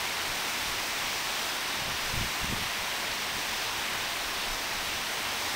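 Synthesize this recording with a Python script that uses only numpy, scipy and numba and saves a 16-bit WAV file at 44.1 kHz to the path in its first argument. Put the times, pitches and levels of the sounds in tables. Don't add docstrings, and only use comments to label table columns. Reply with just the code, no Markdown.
import sys
import numpy as np
from scipy import signal
from scipy.fft import rfft, irfft
from scipy.io import wavfile
from scipy.ndimage import uniform_filter1d
from numba import njit

SR = 44100
rng = np.random.default_rng(int(sys.argv[2]) if len(sys.argv) > 2 else 0)


def undo_db(level):
    steps = np.asarray(level, float) / 20
    return 10 ** steps


def to_wav(s):
    ch = np.atleast_2d(s).T
    pcm = np.round(np.clip(ch, -1, 1) * 32767)
    wavfile.write(sys.argv[1], SR, pcm.astype(np.int16))


N = 244755
TIME = np.arange(N) / SR
HZ = np.maximum(np.fft.rfftfreq(N, 1 / SR), 1)

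# centre_s, length_s, buffet_db, swing_db (deep swing relative to the buffet)
GUSTS = [(0.08, .1, -52, -5), (0.293, .07, -48, -2), (0.72, 0.11, -52, -5), (1.072, .08, -53, -5),
         (1.88, 0.17, -46, -2), (2.05, .1, -50, -1), (2.192, 0.19, -40, -1), (2.45, .1, -43, -1),
         (2.523, .09, -39, -1), (2.62, .14, -48, -2), (2.81, 0.05, -44, -12), (3.11, 0.063, -48, -6),
         (3.37, 0.062, -45, -12), (3.74, .15, -51, -5), (4.247, 0.09, -55, -3), (4.51, 0.092, -49, 8),
         (4.79, .14, -55, 5), (5.29, .12, -56, -6)]
BREEZE_DB, BREEZE_SWING_DB, BREEZE_WANDER_DB = -57, -3.5, 2.5
RISE_SHARE = 0.5
# pitch_hz, density_db (per Hz)
SWING = [(12, -7), (25, 6), (50, -10), (80, -15), (150, -57)]
# pitch_hz, density_db (per Hz)
BUFFET = [(30, -10), (60, -2), (110, -4), (220, -7), (400, -31), (800, -40)]
# centre_s, depth_db, width_ms
SUCKS = [(1.823, -31, 3.2), (2.14, -28.5, 3.6), (2.169, -34, 7.0), (2.177, -25, 5.2), (2.193, -39, 6.8),
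         (2.213, -26, 2.6), (2.228, -31, 4.9), (2.247, -29, 2.8), (2.434, -30, 7.3), (2.446, -25.5, 2.4),
         (2.482, -40, 6.1), (2.501, -27, 4.0), (2.511, -35, 1.8), (2.527, -23, 1.8), (2.536, -24, 3),
         (2.547, -35.8, 4.7), (3.37, -33, 4.8)]
# centre_s, height_db, width_ms
PUSHES = [
    (1.882, -34, 3.1),
    (2.614, -30, 2.9),
    (2.808, -36, 2.3),
    (3.385, -31, 1.3),
    (4.52, -38, 17),
]
# start_s, level_db, treble_db (treble share)
FLOW = [
    (0.0, -31.5, -13.5),
    (0.43, -31.5, -13),
    (3.29, -32, -14),
    (4.92, -32.5, -13.5),
    (5.38, -32, -13),
    (5.55, -31.5, -14),
]
# pitch_hz, density_db (per Hz)
RUSH = [(130, -11), (370, -6), (495, -7.5), (670, -3.5), (980, -0.5), (1300, -3.5), (1950, -1), (2700, -2),
        (3050, -3), (3700, -3.5), (4300, -6), (5900, -7), (6900, -12.5), (9500, -12.5)]
# pitch_hz, gain_db
ANTI_ALIAS = [(8800, 0), (10100, -2), (10600, -6.5), (11025, -12)]
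TOP_HZ = 15740
# centre_s, low_hz, high_hz
WIDE_BANDS = [(1.495, 4590, 6370), (2.099, 4130, 6390), (2.354, 7490, 9020), (2.354, 13090, 14510),
              (3.353, 8200, 10400), (3.353, 11650, 13850), (4.537, 5080, 6370), (5.35, 14380, 15740),
              (5.489, 4130, 5210), (5.489, 7510, 9000)]


def unit(x):
    return x / np.sqrt(np.mean(x ** 2))


def colour(table):
    hz, db = np.transpose(table)
    return undo_db(np.interp(np.log(HZ), np.log(hz), db))


def walk(rate):
    hold = int(SR / rate)
    levels = np.repeat(rng.standard_normal(N // hold + 1), hold)
    smooth = uniform_filter1d(uniform_filter1d(levels, hold), hold)
    return unit(smooth[:N])


def eddies(table):
    out = 0
    for centre_s, level_db, width_ms in table:
        u = (TIME - centre_s) / (0.0005 * width_ms)
        out = out + undo_db(level_db) * (1 - 0.84 * u ** 2) * np.exp(-u ** 2 / 2)
    return out


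def gust_power():
    draught = undo_db(BREEZE_DB + BREEZE_WANDER_DB * walk(9.8)) ** 2
    swing, buffet = draught * undo_db(BREEZE_SWING_DB) ** 2, draught
    for centre_s, length_s, buffet_db, swing_db in GUSTS:
        side_s = np.where(TIME < centre_s, RISE_SHARE, 1 - RISE_SHARE) * length_s
        swell = np.exp(-2 * ((TIME - centre_s) / side_s) ** 2)
        swing = swing + swell * undo_db(buffet_db + swing_db) ** 2
        buffet = buffet + swell * undo_db(buffet_db) ** 2
    return swing, buffet


def wind(patchy_db):
    out = eddies(PUSHES) - eddies(SUCKS)
    for table, power in zip((SWING, BUFFET), gust_power()):
        rumble = irfft(rfft(rng.standard_normal(N)) * colour(table), N)
        patchy = rumble * undo_db(patchy_db * walk(30.2))
        out = out + unit(patchy) * np.sqrt(power)
    return out


@njit
def ring(start, hz, cycles, size, rise, n):
    y = np.zeros(n)
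    for k in range(len(start)):
        span, phase = cycles * SR / hz[k], 0.
        for i in range(min(int(4 * span), n - start[k])):
            phase += 2 * np.pi * hz[k] * (1 + rise * i / span) / SR
            y[start[k] + i] += size[k] * np.exp(-i / span) * np.sin(phase)
    return y


def bubbles(count, cycles, rise, spread_db):
    when, octave = rng.random((count, 2)).T
    start = (when * N).astype(np.int64)
    pitch_hz = 150 * 2 ** (6.2 * np.sqrt(octave))
    size = undo_db(spread_db * rng.exponential(size=count))
    cloud = rfft(ring(start, pitch_hz, cycles, size, rise, N))
    return cloud / np.sqrt(uniform_filter1d(abs(cloud) ** 2, size=2001))


def fall(share, surge_db, flicker_db):
    start_s, level_db, treble_db = np.transpose(FLOW)
    splash = rfft(rng.standard_normal(N)) / np.sqrt(N)
    cloud = bubbles(count=90000, cycles=2.5, rise=.06, spread_db=1.0)
    bubbly = share * (HZ > 150)
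    mix = np.sqrt(1 - bubbly) * splash + np.sqrt(bubbly) * cloud
    mix = mix * colour(RUSH) * (HZ < SR / 4)
    half_octave = 2 * np.log2(HZ / 30)
    tilt_db = np.interp(TIME, start_s, treble_db - np.mean(treble_db))
    out, surge = 0, walk(1.8)
    for k in range(19):
        surge = unit(.8 * surge + .6 * walk(5.5))
        band = irfft(mix * np.clip(1 - abs(half_octave - k), 0, 1), N)
        gain_db = surge_db * surge + flicker_db * walk(12) + tilt_db * (k > 14)
        out = out + band * undo_db(gain_db)
    return unit(out) * undo_db(np.interp(TIME, start_s, level_db))


def scene():
    mono = wind(patchy_db=1.5) + fall(share=0.27, surge_db=0.22, flicker_db=0.45)
    return np.array([mono, mono])


def hold_twice(mono):
    half = irfft(rfft(mono) * colour(ANTI_ALIAS), N)[::2]
    return np.repeat(half, 2)[:N]


def wide_noise(spectrum):
    density = np.sqrt(uniform_filter1d(abs(spectrum) ** 2, size=2001) / N)
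    side = np.zeros(N)
    for centre_s, low_hz, high_hz in WIDE_BANDS:
        swell = np.cos(np.pi / 2 * np.clip((TIME - centre_s) * SR / 1024, -1, 1)) ** 2
        band = (HZ > low_hz) * (HZ < high_hz)
        side += swell * irfft(rfft(rng.standard_normal(N)) * density * band, N)
    return side * undo_db(-2.5)


def band_limit(x):
    return signal.sosfilt(signal.butter(12, 17070, fs=SR, output="sos"), x)


def record(dry):
    spectrum = rfft(hold_twice(dry[0]))
    mid = irfft(spectrum * (HZ < TOP_HZ), N)
    side = wide_noise(spectrum)
    return band_limit(np.array([mid + side, mid - side]))


dry = scene()
out = record(dry)
to_wav(out)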